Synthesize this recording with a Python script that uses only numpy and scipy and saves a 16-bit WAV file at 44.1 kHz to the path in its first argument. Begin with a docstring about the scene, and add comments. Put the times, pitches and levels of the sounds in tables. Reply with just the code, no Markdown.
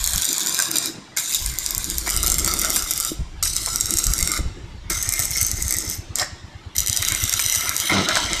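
"""An arc sizzles and pops in short runs as a stick welder tacks a steel fence outdoors, and the tubes ring under it.
The arc is coloured noise with timed snaps and a close echo; the tubes are resonances shaken by sparks and pops.
The lowest mode murmurs on, shaped low noise buffets the microphone, and a faint wash and yard echoes lie behind.
Short scuffs make knocks on the steel and the thump of some pops, a slow engine thuds far off as pressure swings,
and near the end the rod sticks: a few unsteady harmonics and a rasp buzz at about twice the mains."""
import sys
import numpy as np
from scipy import signal
from scipy.io import wavfile
from scipy.ndimage import uniform_filter1d, minimum_filter1d, map_coordinates

SR = 44100
rng = np.random.default_rng(int(sys.argv[2]) if len(sys.argv) > 2 else 0)


def dump(signal):
    """Clip the signal to [-1, 1] and save it as 16-bit WAV at the path in sys.argv[1]."""
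    limited = np.clip(np.atleast_2d(signal).T, -1, 1)
    pcm = np.round(limited * 32767).astype(np.int16)
    wavfile.write(sys.argv[1], SR, pcm)


def boost_factor(decibels):
    """Convert a level in decibels to a linear amplitude factor."""
    exponent = np.asarray(decibels, float) / 20
    return 10 ** exponent


N = 370440
T = np.arange(N) / SR  # s
HZ = np.fft.rfftfreq(4096, 1 / SR)


def evened(x):
    """Scales to rms 1."""
    return x / np.sqrt(np.mean(x ** 2) + 1e-20)


def read(points, hz):
    """Reads a spectrum table on a log-frequency axis."""
    f, value = np.transpose(points)
    return np.interp(np.log(hz + 1), np.log(f + 1), value)


def humps(modes, valley_db):
    """Gain in dB of resonances standing over a flat valley."""
    power = sum(boost_factor(db) ** 2 / (1 + (2 * (HZ - hz) / width) ** 2) for hz, width, db in modes)
    return 10 * np.log10(power + boost_factor(valley_db) ** 2)


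def response(db):
    """The causal (minimum-phase) impulse response of a gain curve, energy 1."""
    log_gain = np.log(boost_factor(np.maximum(db, -100)))
    circle = np.concatenate([log_gain, log_gain[-2:0:-1]])
    spectrum = np.exp(np.conj(signal.hilbert(circle)))
    taps = np.fft.ifft(spectrum).real[:2048] * np.hanning(4096)[2048:]
    return taps / np.linalg.norm(taps)


def colour(x, taps):
    """Convolution cut to the length of the scene."""
    return signal.oaconvolve(x, taps)[:N]


def impulses(times, sizes):
    """A click train."""
    train = np.zeros(N)
    at = np.round(np.asarray(times) * SR).astype(int)
    np.add.at(train, np.clip(at, 0, N - 1), sizes)
    return train


def level(rows):
    """Gain drawn through (s, dB) points, silent outside them."""
    s, db = np.transpose(rows)
    return boost_factor(np.interp(T, s, db)) * (T >= s[0]) * (T < s[-1])


def bumps(rows):
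    """Bell-shaped rises of gain."""
    return sum(boost_factor(db) * np.exp(-(2 * (T - s) / length) ** 2) for s, db, length in rows)


def wander(size):
    """Slow chance of rms 1, smooth over size samples."""
    return evened(uniform_filter1d(uniform_filter1d(rng.standard_normal(N), size), size))


def shifting(x, patchy_db, size, count):
    """The colour drifts in patches three bins wide and count frames long."""
    z = signal.stft(x, nperseg=size)[2]
    patches = uniform_filter1d(rng.standard_normal(z.shape), size=3, axis=0)
    patches = uniform_filter1d(patches, size=count, axis=1)
    return signal.istft(z * boost_factor(patchy_db * evened(patches)), nperseg=size)[1][:N]


def crackle(per_s, spread_db, hiss, clump_db):
    """Random sparks in clumps, most small and a few larger, over a hiss."""
    clumps = boost_factor(clump_db * wander(size=130))
    size = np.minimum(rng.exponential(1, N), 2.5)
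    sparks = boost_factor(spread_db * size) * (rng.random(N) < per_s * clumps / SR)
    sparks = evened(sparks * rng.choice([-1, 1], N))
    return evened(sparks + hiss * np.sqrt(clumps) * rng.standard_normal(N))


# one row a run of the arc, gains before flares and wavering:
# start_s, end_s, sizzle_db, ringing_at_start_db, ringing_at_end_db
RUNS = [(0.0, 0.873, -28, -33.5, -34), (1.165, 2.052, -32, -41, -38), (2.06, 3.092, -30, -40, -39),
        (3.425, 4.333, -30.5, -48, -34.5), (4.897, 5.94, -30.5, -33.5, -39),
        (6.152, 6.213, -36.5, -45, -32), (6.751, 7.881, -28.5, -36, -30), (7.894, 8.4, -29, -25, -30.5)]
# the arc flares at each strike and when the gap shortens, and sometimes falters:
# peak_s, sizzle_lift_db, ringing_lift_db
FLARES = [(0.597, 0, 7.5), (0.7, -9.5, -5), (0.754, 2.5, 4.5), (1.173, 9.5, 14), (1.3, 6, 6),
          (1.345, 8.5, -1.5), (1.54, -3, 1), (2.08, 3, 7.5), (2.24, 2.5, 11.5), (2.474, 2.5, 16.5),
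          (2.647, 1, 14.5), (2.76, 7, 3), (3.426, 12.5, 19.5), (3.565, 2.5, 7.5), (3.67, -0.5, 11),
          (4.375, 17, 22), (4.9, 9.5, 11.5), (5.193, 8, 8), (5.36, 2, 5), (5.415, 9, -1.5), (5.72, -1, 5.5),
          (6.19, 13, 7.5), (6.221, 6.5, 9.5), (6.762, -5, -4), (6.785, -8, -2.5), (6.865, -12, -12),
          (7.019, -4.5, 4.5), (7.12, -3, 6), (7.911, 3.5, 5.5), (8.065, -9.5, -3.5), (8.095, 8.5, 9.5),
          (8.166, 7.5, 6.5)]
FLARE_RISE_S, FLARE_FALL_S = 0.017, 0.045
CATCH_S = 0.00048  # the arc catches
FADE_DB_PER_S, UNSTEADY_DB = 300, 1.0  # dies away as the rod lifts, wavers while it burns


def burning():
    """Gains of sizzle and ringing for every run: a held level, lifted by flares, fading at the end."""
    lift_db = UNSTEADY_DB * np.array([wander(size=1200), wander(size=1200)])
    for s, *gains_db in FLARES:
        flare = np.exp(np.minimum((T - s) / FLARE_RISE_S, (s - T) / FLARE_FALL_S))
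        lift_db += np.outer(gains_db, flare)
    out = []
    for start, end, sizzle_db, first_db, last_db in RUNS:
        held_db = np.array([sizzle_db + 0 * T, np.interp(T, [start, end], [first_db, last_db])])
        fade_db = FADE_DB_PER_S * np.maximum(T - end, 0)
        out.append(np.clip((T - start) / CATCH_S, 0, 1) * boost_factor(held_db + lift_db - fade_db))
    return np.array(out)


# what posts, glove and body near the arc make of its treble, one list a run,
# before the arc widens the narrow ones and softens them all: pitch_hz, width_hz, level_db
STANCES = [
    [(3930, 160, -3), (4960, 130, -11), (6040, 280, -14), (7140, 160, -7), (8630, 97, -9), (9800, 200, -12),
     (13000, 200, -10)],
    [(3750, 66, -6), (4870, 210, -8.5), (5700, 230, -11), (7130, 270, -3.5), (8680, 200, -5.5),
     (10030, 210, -8), (12700, 330, -7), (13500, 260, -12)],
    [(3690, 130, -1), (4930, 38, -2), (5670, 580, -3.5), (7440, 180, 1.5), (8800, 280, 0), (10340, 170, -3),
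     (12200, 290, -1), (13600, 400, -6), (2940, 105, -4.5)],
    [(3830, 100, 0.5), (5470, 560, 2), (8370, 1600, -1.5), (11000, 420, -2), (12700, 660, -4)],
    [(3860, 200, -6.5), (5370, 180, -3), (6190, 260, 3), (8030, 230, 0.5), (9000, 200, -1.5),
     (9800, 200, -11), (12000, 460, -5), (13500, 710, -13)],
    [(3900, 260, 2), (5230, 630, 2), (7500, 1300, -2.5)],
    [(3170, 200, -4.5), (3870, 74, -6), (5940, 210, -4), (9050, 300, -8), (13070, 200, -1.5)],
    [(3100, 150, 17), (3900, 62, 15), (5230, 440, 8), (6100, 170, 9.5), (8140, 450, 4), (12400, 820, -20)],
]
# spectrum of the sizzle, shape only: pitch_hz, level_db (per Hz)
SIZZLE_SPECTRUM = [(1500, -45.5), (2600, -16), (3800, -12.5), (7200, -9), (10600, -15.5), (13100, -16),
                   (14400, -17.5), (15400, -50), (16400, -36)]
# spectrum of a pop, shape only: pitch_hz, level_db (per Hz)
POP_SPECTRUM = [(900, -35.5), (2100, -10.5), (3000, -18.5), (4500, -4), (7500, 4.5), (10500, -5),
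                (13500, -2), (15000, -11), (16400, -52)]
# drops of metal shorting the arc: time_s, level_db (relative)
POPS = [(0.0419, -1.6), (0.0623, -6.7), (0.0751, 0.8), (0.1212, -7.9), (0.1345, 0.2), (0.1599, -3.1),
        (0.1761, -7.6), (0.1801, -1.9), (0.2148, -7.7), (0.2206, -1.9), (0.2449, -5.4), (0.2531, -2.7),
        (0.2896, -4.0), (0.3298, -5.4), (0.3814, -3.5), (0.3956, -6.4), (0.4059, -3.1), (0.4623, -7.2),
        (0.4711, -3.3), (0.4946, -4.6), (0.5458, -0.5), (0.5779, -7.8), (0.5904, -0.7), (0.6007, -1.7),
        (0.6232, 0.6), (0.7144, -1.9), (0.7573, -0.6), (0.7685, -2.4), (0.7842, -0.8), (0.8585, -5.3),
        (1.1721, -3.0), (1.3469, -0.2), (1.462, -0.2), (1.587, -1.0), (1.663, -0.6), (1.7078, -1.8),
        (1.7492, -5.1), (1.7803, 0.9), (1.8436, -5.0), (1.9008, -4.2), (1.9832, -0.9), (2.0783, -6.2),
        (2.0921, -5.6), (2.1012, -4.8), (2.1073, -4.8), (2.1648, 0.6), (2.1743, -1.8), (2.2304, -0.9),
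        (2.2354, -4.1), (2.2638, -1.7), (2.2713, -0.4), (2.2797, -1.0), (2.3008, -0.4), (2.319, -0.1),
        (2.3249, -7.7), (2.3427, -1.6), (2.3839, -0.3), (2.3897, -4.9), (2.3967, -2.6), (2.4469, -2.0),
        (2.4612, -6.4), (2.4769, -0.5), (2.5387, -0.9), (2.5901, -8.0), (2.595, -5.2), (2.6164, -1.2),
        (2.648, -0.8), (2.6988, -6.5), (2.7038, 0.2), (2.7302, -7.8), (2.7618, 0.8), (2.7659, 0.9),
        (2.8234, -8.0), (2.9095, -0.4), (2.9133, -0.4), (2.9366, -6.8), (2.9774, -4.8), (3.0012, -2.2),
        (3.007, -6.3), (3.028, -7.7), (3.0361, -7.6), (3.0495, -0.7), (3.4277, -4.0), (3.5653, -0.2),
        (3.6613, -2.3), (3.7593, -0.1), (3.8093, -0.4), (3.8578, -5.5), (3.9074, -0.1), (3.9388, -2.0),
        (3.9716, -5.4), (3.986, -2.1), (3.99, -4.8), (4.041, -2.4), (4.068, -1.3), (4.1365, 0.4),
        (4.1808, -7.5), (4.1896, -4.6), (4.2046, -5.6), (4.2094, -7.7), (4.2277, -0.1), (4.2749, -1.4),
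        (4.3175, -1.8), (4.3363, 0.3), (4.901, -6.1), (5.0268, -6.3), (5.0312, -5.8), (5.091, -0.9),
        (5.1241, -5.8), (5.1381, -2.2), (5.1934, 0.2), (5.2001, -2.7), (5.2217, -5.2), (5.2546, -5.7),
        (5.3078, -6.8), (5.314, -7.1), (5.3685, -6.2), (5.374, -7.6), (5.4133, 0.3), (5.4296, -2.9),
        (5.4662, -4.2), (5.5152, -1.5), (5.625, -0.0), (5.6814, -3.9), (5.7085, -2.3), (5.7251, -1.8),
        (5.7401, -5.5), (5.7453, -7.8), (5.7679, -4.4), (5.7859, -3.2), (5.8995, -7.9), (6.1569, -2.3),
        (6.1861, -8.0), (6.765, -5.3), (6.7822, -2.1), (6.7859, 0.4), (6.7892, -5.5), (6.7941, -1.8),
        (6.8044, -4.0), (6.8626, -6.1), (6.8732, -1.2), (6.8825, -1.3), (6.8979, -0.9), (6.9298, -2.3),
        (6.9646, -3.9), (6.9728, -2.2), (7.0222, -7.2), (7.0259, -0.9), (7.0501, -5.7), (7.0808, -5.7),
        (7.0855, 0.3), (7.1216, -2.6), (7.1493, -2.0), (7.2391, -0.8), (7.2953, 1.2), (7.3266, -3.8),
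        (7.3294, -7.1), (7.3383, -0.6), (7.3942, -2.0), (7.3993, -5.6), (7.414, -7.8), (7.4626, -0.3),
        (7.4982, -6.8), (7.5247, 1.2), (7.5414, -7.1), (7.5498, -0.3), (7.5585, -1.0), (7.6089, -4.8),
        (7.6934, -0.8), (7.6976, -8.0), (7.7655, 1.2), (7.7792, -5.3), (7.801, 0.5), (7.8068, -8.0),
        (8.0879, -2.2), (8.1555, 0.8), (8.1705, -4.0), (8.183, -12), (8.3327, -1.9), (8.364, -11),
        (8.395, -11)]
# the echo of the nearest post, one row a run, before sway:
# delay_at_start_ms, delay_at_end_ms, strength (relative ratio)
ECHOES = [(0.896, 0.752, 0.45), (0.73, 0.94, 0.064), (0.985, 0.82, 0.36), (1.025, 1.044, 0.49),
          (0.815, 0.51, 0.15), (1.177, 1.24, 0.23), (1.015, 0.996, 0.41), (1.32, 1.37, 0.07)]
# how bright or dull the pops sound, one value a run: tilt_db (per octave)
POP_TILTS = [0.5, 3, 1.5, -0.7, 3.2, 3, -3, -6]
# chance small pops, one value a run: rate (per second)
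SMALL_POPS_PER_S = [14, 7, 12, 10, 12, 0, 10, 0]
SMALL_POP_DB, SMALL_SPREAD_DB = -11, 6  # loudest small pop, and how far below it they reach


def arc(gains):
    """Sizzle and pops of each run pass the reflections of that stance; a swaying hand moves the echo."""
    s, db = np.transpose(POPS)
    per_s = sum(rate * (T > run[0]) * (T < run[1]) for run, rate in zip(RUNS, SMALL_POPS_PER_S))
    small = (rng.random(N) < per_s / SR) * boost_factor(SMALL_POP_DB - SMALL_SPREAD_DB * rng.random(N))
    pops = impulses(s - .0001, boost_factor(db)) + small
    # a shorted arc falls quiet just before it pops, and sizzles louder just after
    hush = 1 - .5 * np.minimum(np.roll(colour(pops > 0, np.ones(180)), -185), 1)
    glow = 1 + .55 * np.minimum(colour(pops, np.exp(-np.arange(2000) / (.007 * SR))), 1)
    sizzle = evened(hush * glow * crackle(per_s=450, spread_db=5, hiss=1.25, clump_db=3.4))
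    # each pop spits around its snap
    around = np.exp(-abs(np.arange(300) - 60) / (.0007 * SR))
    spit = np.roll(colour(pops, around), -60) * rng.standard_normal(N)
    bursts = pops + boost_factor(-18) * spit
    sway = 1 + 0.035 * wander(size=4000)
    out = np.zeros((2, N))  # sizzle, snaps
    for run, gain, stance, echo, tilt_db in zip(RUNS, gains, STANCES, ECHOES, POP_TILTS):
        start, end = run[:2]
        first_ms, last_ms, strength = echo
        span = slice(round((start - .012) * SR) * (start > 0), round((end + .15) * SR))
        ripple = humps([(hz, max(width, 220), db) for hz, width, db in stance], valley_db=-20.0)
        fizz_taps = response(read(SIZZLE_SPECTRUM, HZ) + 0.75 * ripple)
        # a pop is too short to fill the resonances
        tilt = tilt_db * np.log2(HZ / 4000 + .1)
        snap_taps = response(read(POP_SPECTRUM, HZ) + tilt + .4 * ripple)
        snap_taps = 1.2 * snap_taps / abs(signal.hilbert(snap_taps)).max()
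        snaps = signal.oaconvolve((bursts * (T < end))[span], snap_taps)
        fizz = signal.oaconvolve((gain * sizzle)[span], fizz_taps)
        k = np.arange(min(len(fizz), N - span.start))
        lag = np.linspace(first_ms, last_ms, len(k)) * sway[span.start + k] * SR / 1000  # samples
        for layer, direct, share in zip(out, (fizz, snaps), (.9, 1.5)):
            reflected = map_coordinates(direct, [k - lag], order=3)
            layer[span.start + k] += direct[k] + share * strength * reflected
    drifting = shifting(out[0], patchy_db=2.5, size=256, count=45)
    drifting = shifting(drifting, patchy_db=1.8, size=128, count=12)
    return drifting + shifting(out[1], patchy_db=1.5, size=32, count=100), pops


# modes of the fence tubes, lowest first, widths before any broadening: pitch_hz, width_hz
TUBES = [(325, 26.4), (670, 118), (1040, 126), (1335, 131), (1580, 147), (1850, 57), (2100, 124),
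         (2400, 44)]
# how strongly the spot being welded shakes each mode above the lowest, one row a run:
# mode_2_db, mode_3_db, mode_4_db, mode_5_db, mode_6_db, mode_7_db, mode_8_db
SPOTS = [(-10.5, -6, -6.5, -1.5, -8, -9.5, -6.5), (-14, -7, -10.5, -0.5, -29.5, -0.5, -7),
         (-5.5, -19, 3, -18, -24, 2.5, -42), (-11, -43, 3.5, -43, -24, 2.5, -41),
         (-11.5, -24, -5.5, -10, -6.5, 1.5, -17), (-2, -17, 1, -9, 2, 0, -26),
         (-10.5, -11.5, -2, -8, -8, 3.5, -15), (-3.5, -6, -1, -9, -10, 0, -12.5)]
KICK_DB, FITFUL_DB = 29, 2.2  # a pop against the steady shaking, and how much the drive wavers


def tubes(gains, pops):
    """The fence modes above the lowest, each shaken fitfully by the arc and kicked by its pops."""
    out, shake = np.zeros(N), crackle(per_s=500, spread_db=3.5, hiss=0.55, clump_db=4)
    for (hz, width), strengths_db in zip(TUBES[1:], np.transpose(SPOTS)):
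        strength = boost_factor(strengths_db) @ gains * boost_factor(FITFUL_DB * wander(size=900))
        drive = np.roll(shake, rng.integers(N)) + boost_factor(KICK_DB) * pops
        mode = response(2.0 * humps([(hz, 2.1 * width, 0)], valley_db=-71))
        out += colour(strength * drive, mode)
    return boost_factor(-9) * shifting(out, patchy_db=3, size=1024, count=6)


# the lowest mode and a flutter under it: time_s, level_db
DRONE = [(0.0, -48.5), (0.3, -47), (0.9, -41), (1.15, -50.5), (1.85, -47), (2.55, -32.5), (3.05, -51.5),
         (3.39, -54), (3.55, -46), (4.4, -41.5), (4.84, -51.5), (5.0, -47.5), (5.8, -44), (6.5, -50),
         (7.0, -47), (7.85, -48), (8.05, -35), (8.4, -41.5)]
# the lowest mode swells briefly: peak_s, level_db, length_s
SWELLS = [(0.31, -32, 0.039), (0.45, -35, 0.084), (0.75, -34.5, 0.063), (0.89, -34.5, 0.055),
          (1.9, -34.5, 0.074), (2.08, -29, 0.0063), (2.5, -46, 0.091), (3.11, -43, 0.049),
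          (3.93, -34, 0.06), (4.3, -38, 0.05), (4.58, -39, 0.064), (1.01, -47, 0.065), (4.4, -35, 0.048),
          (4.91, -29.5, 0.028), (7.13, -37.5, 0.049), (7.99, -23.5, 0.04)]
FLUTTER_DB = 2.8


def drone():
    """Noise through the lowest mode murmurs on over a soft flutter; a sharper ring swells in it."""
    shape = humps([(*TUBES[0], 0), (200, 50, -8)], valley_db=-66)
    shape = shape + read([(70, -22), (150, -2.5), (2000, -7.5), (9000, -47)], HZ)
    flutter = boost_factor(FLUTTER_DB * wander(size=1000))
    murmur = colour(rng.standard_normal(N) * flutter, response(0.56 * shape))
    ring = colour(rng.standard_normal(N), response(1.2 * shape))
    return level(DRONE) * evened(murmur) + bumps(SWELLS) * evened(ring)


# spectrum of the wind, shape only: pitch_hz, level_db (per Hz)
WIND_SPECTRUM = [(8.8, -48.5), (15, 10.5), (32, 9), (48, 11), (112, -18.5), (150, -12.5), (200, -16.5),
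                 (330, -120)]
# steady wind, before its wavering: time_s, level_db
BREEZE = [(0.0, -27), (0.2, -46), (0.35, -66), (1.29, -60), (1.4, -44), (2.1, -35), (2.2, -26.5),
          (2.45, -28.5), (2.92, -43.5), (3.3, -36.5), (4.6, -39), (5.5, -36), (6.05, -43.5), (6.7, -54),
          (7.1, -35.5), (7.9, -53), (8.4, -32)]
# single buffets on the microphone: peak_s, level_db, length_s
GUSTS = [(0.16, -26, 0.053), (1.47, -27.5, 0.11), (1.78, -30, 0.052), (1.97, -35, 0.095),
         (2.16, -28, 0.036), (2.84, -33.5, 0.031), (3.21, -21, 0.039), (3.47, -36, 0.1),
         (3.96, -23, 0.0085), (4.095, -17, 0.05), (4.23, -24.5, 0.051), (4.41, -22.5, 0.047),
         (4.47, -22, 0.042), (4.94, -33, 0.053), (5.63, -29.5, 0.1), (6.81, -30.5, 0.067)]


def wind():
    """Low turbulence on the microphone: slow noise swings, levelled, then shaped by breeze and gusts."""
    rumble = colour(rng.standard_normal(N), response(read(WIND_SPECTRUM, HZ)))
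    swings = rumble / np.sqrt(uniform_filter1d(rumble ** 2, size=2000) + 1e-6)
    breeze = level(BREEZE) * boost_factor(0.52 * wander(size=2500))
    return (breeze + bumps(GUSTS)) * evened(swings)


# spectrum of the outdoor wash, shape only: pitch_hz, level_db (per Hz)
AIR_SPECTRUM = [(35, -32), (60, -27), (112, -5.5), (240, -26.5), (324, -49), (503, -28), (875, -20),
                (1150, -23.5), (3750, -25), (15000, -55.5)]
AIR_DB = -49  # before the patches


def air():
    """The outdoor wash: shaped noise murmuring in narrow patches."""
    wash = colour(rng.standard_normal(N), response(read(AIR_SPECTRUM, HZ) - 25 * (HZ > 14200)))
    return boost_factor(AIR_DB) * shifting(wash, patchy_db=4.3, size=1024, count=5)


# decay of the first slope of the yard echoes: pitch_hz, t60_s
YARD = [(300, 0.19), (2000, 0.45), (6000, 0.37), (12000, 0.095)]


def yard(x):
    """Dense scattered echoes from the yard start within a few milliseconds and decay at a rate set by pitch."""
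    at = np.arange(200, SR - 20, 20)
    taps = np.zeros(SR)
    build_up = np.tanh(at / (0.0008 * SR))
    taps[at + rng.integers(0, 20, len(at))] = rng.choice([-1., 1.], len(at)) * build_up
    hz, t, z = signal.stft(taps, SR, nperseg=256)
    fall_db = -60 * t / read(YARD, hz)[:, None]
    # far buildings add a weaker, slower slope
    decay = boost_factor(fall_db) + boost_factor(-18.5 + 0.21 * fall_db)
    tail = signal.istft(z * decay, SR, nperseg=256)[1]
    return colour(x, tail / np.linalg.norm(tail))


# knocks on the steel and the deeper thump of some pops, levels before a common trim:
# start_s, level_db, pitch_hz, length_s
KNOCKS = [(0.595, -10, 1280, 0.0044), (2.072, -7.5, 1000, 0.005), (2.238, -20, 343, 0.0054),
          (2.45, -34, 215, 0.0029), (2.647, -15, 1700, 0.0056), (2.765, -7.5, 2100, 0.0027),
          (3.116, -9, 162, 0.0017), (3.456, -13.5, 2120, 0.0079), (3.67, -16.5, 630, 0.0097),
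          (4.387, -16, 352, 0.0071), (6.222, -8.5, 1900, 0.0066), (6.223, -16, 684, 0.0027),
          (7.025, -9, 2260, 0.0059), (7.114, -11, 1920, 0.011), (7.394, -2.5, 2120, 0.0021),
          (7.915, -5.5, 209, 0.01), (8.086, -9, 2020, 0.013), (8.16, -3, 2200, 0.0045),
          (8.169, 4, 1430, 0.0017), (8.258, -14, 4500, 0.0036)]


def knocks():
    """A short scuff of noise drives the tube modes around the pitch of each knock or thump."""
    out, t = np.zeros(N), np.arange(2000) / SR
    modes = humps([(hz, width, 0) for hz, width in TUBES], valley_db=-10)
    modes = modes + read([(5000, 0), (12000, -20)], HZ)
    for s, db, hz, length in KNOCKS:
        blow = rng.standard_normal(len(t)) * t * np.exp(-t / max(length, .001) * 2)
        # falls off to either side of the pitch, more gently far away
        steep = 9 * np.log2(HZ / hz + 0.019) ** 2
        focus_db = -steep / (1 + 0.15 * abs(np.log2(HZ / hz + .01)))
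        ring = signal.oaconvolve(blow, response(modes + focus_db))
        part = out[round(s * SR):][:len(ring)]
        part += (boost_factor(db - 8.5) * ring / abs(ring).max())[:len(part)]
    return out


# loudness of the thuds, before their scatter: time_s, level_db
ENGINE = [(3.4, -31.5), (4.07, -24.5), (4.2, -35), (4.65, -26.5), (4.75, -28), (5.65, -22.5), (6.5, -28),
          (7.2, -19), (7.35, -25), (7.7, -29), (8.3, -28.5)]
FIRST_THUD_S, THUD_GAP_S, THUD_JITTER_S, THUD_SCATTER_DB = 3.371, .11305, 0.0025, 2.5


def engine():
    """Each firing arrives as a low pressure swing of its own pitch, with a loose puff of noise around it."""
    starts = np.arange(FIRST_THUD_S, T[-1] - .1, THUD_GAP_S)
    out, t = np.zeros(N), np.arange(3000) / SR - .024
    puff_taps = response(humps([(186, 170, 0)], valley_db=-60) * 2)
    body = evened(colour(rng.standard_normal(N), puff_taps))
    for start, (late, louder, higher) in zip(starts, rng.standard_normal((60, 3))):
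        at = round((start + THUD_JITTER_S * late) * SR)
        thud = -np.cos(2 * np.pi * 90 * (1 + .1 * higher) * t) * np.exp(-(t / 0.0088) ** 2)
        puff = boost_factor(-18) * body[at:at + len(t)] * np.exp(-abs(t) / 0.014)
        level_db = np.interp(start, *np.transpose(ENGINE)) + THUD_SCATTER_DB * louder
        out[at:at + len(t)] += boost_factor(level_db) * (thud + puff)
    return out


# loudness of the stuck rod: time_s, level_db
BUZZ = [(7.895, -41), (7.943, -21.5), (8.009, -20), (8.045, -38)]
# harmonics of its hum, relative: multiple (of BUZZ_HZ), level_db
BUZZ_ORDERS = [(1, -5.5), (2, 0.5), (3, -6), (4, -13), (7, -20)]
BUZZ_HZ = 98.2  # centre pitch


def buzz():
    """The stuck rod hums at about twice the mains, unsteady, rasping once a cycle."""
    turns = np.cumsum(BUZZ_HZ * (1 + 0.033 * wander(size=250))) / SR
    hum = sum(boost_factor(db + 0.99 * wander(size=300)) * np.cos(2 * np.pi * k * turns) for k, db in BUZZ_ORDERS)
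    rasp = (1.8 + np.exp(-(turns % 1) / 0.71)) * rng.standard_normal(N)
    rasp_spectrum = [(200, 0), (600, 2.0), (2000, -4), (6000, -7), (12000, -44)]  # Hz, dB
    rasp = colour(rasp, response(read(rasp_spectrum, HZ)))
    return uniform_filter1d(level(BUZZ), 300) * (0.55 * evened(rasp) - evened(hum))


def scene():
    """Work sounds with their echoes, then the surroundings."""
    gains = burning()
    sparks, pops = arc(gains[:, 0])
    work = sparks + tubes(gains[:, 1], pops) + knocks() + buzz()
    surroundings = drone() + engine() + wind() + air()
    return (work + boost_factor(-12.5) * yard(work) + surroundings)[None]


def top_cut(x):
    """Nothing passes above the cut-off."""
    return signal.sosfilt(signal.butter(12, 16510, fs=SR, output="sos"), x)


ABOVE_EDGE_DB, EDGE_HZ = -12, 15100  # treble shelf


def record(dry):
    """A peak limiter pulls loud pops under full scale and lets go at 250 dB a second; the top treble drops."""
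    over_db = np.maximum(20 * np.log10(abs(dry[0]) + 1e-9) + 0.082, 0)
    fall_db = T * 250
    held_db = np.maximum.accumulate(over_db + fall_db) - fall_db
    held_db = -minimum_filter1d(-held_db, size=41)  # looks ahead of each peak
    limited = dry / boost_factor(uniform_filter1d(np.maximum(held_db, 0), size=21))
    low_pass = signal.firwin(255, EDGE_HZ, window="blackman", fs=SR)
    body = signal.oaconvolve(limited, low_pass[None], "same")
    return top_cut(body + boost_factor(ABOVE_EDGE_DB) * (limited - body))


dry = scene()
out = record(dry)
dump(out)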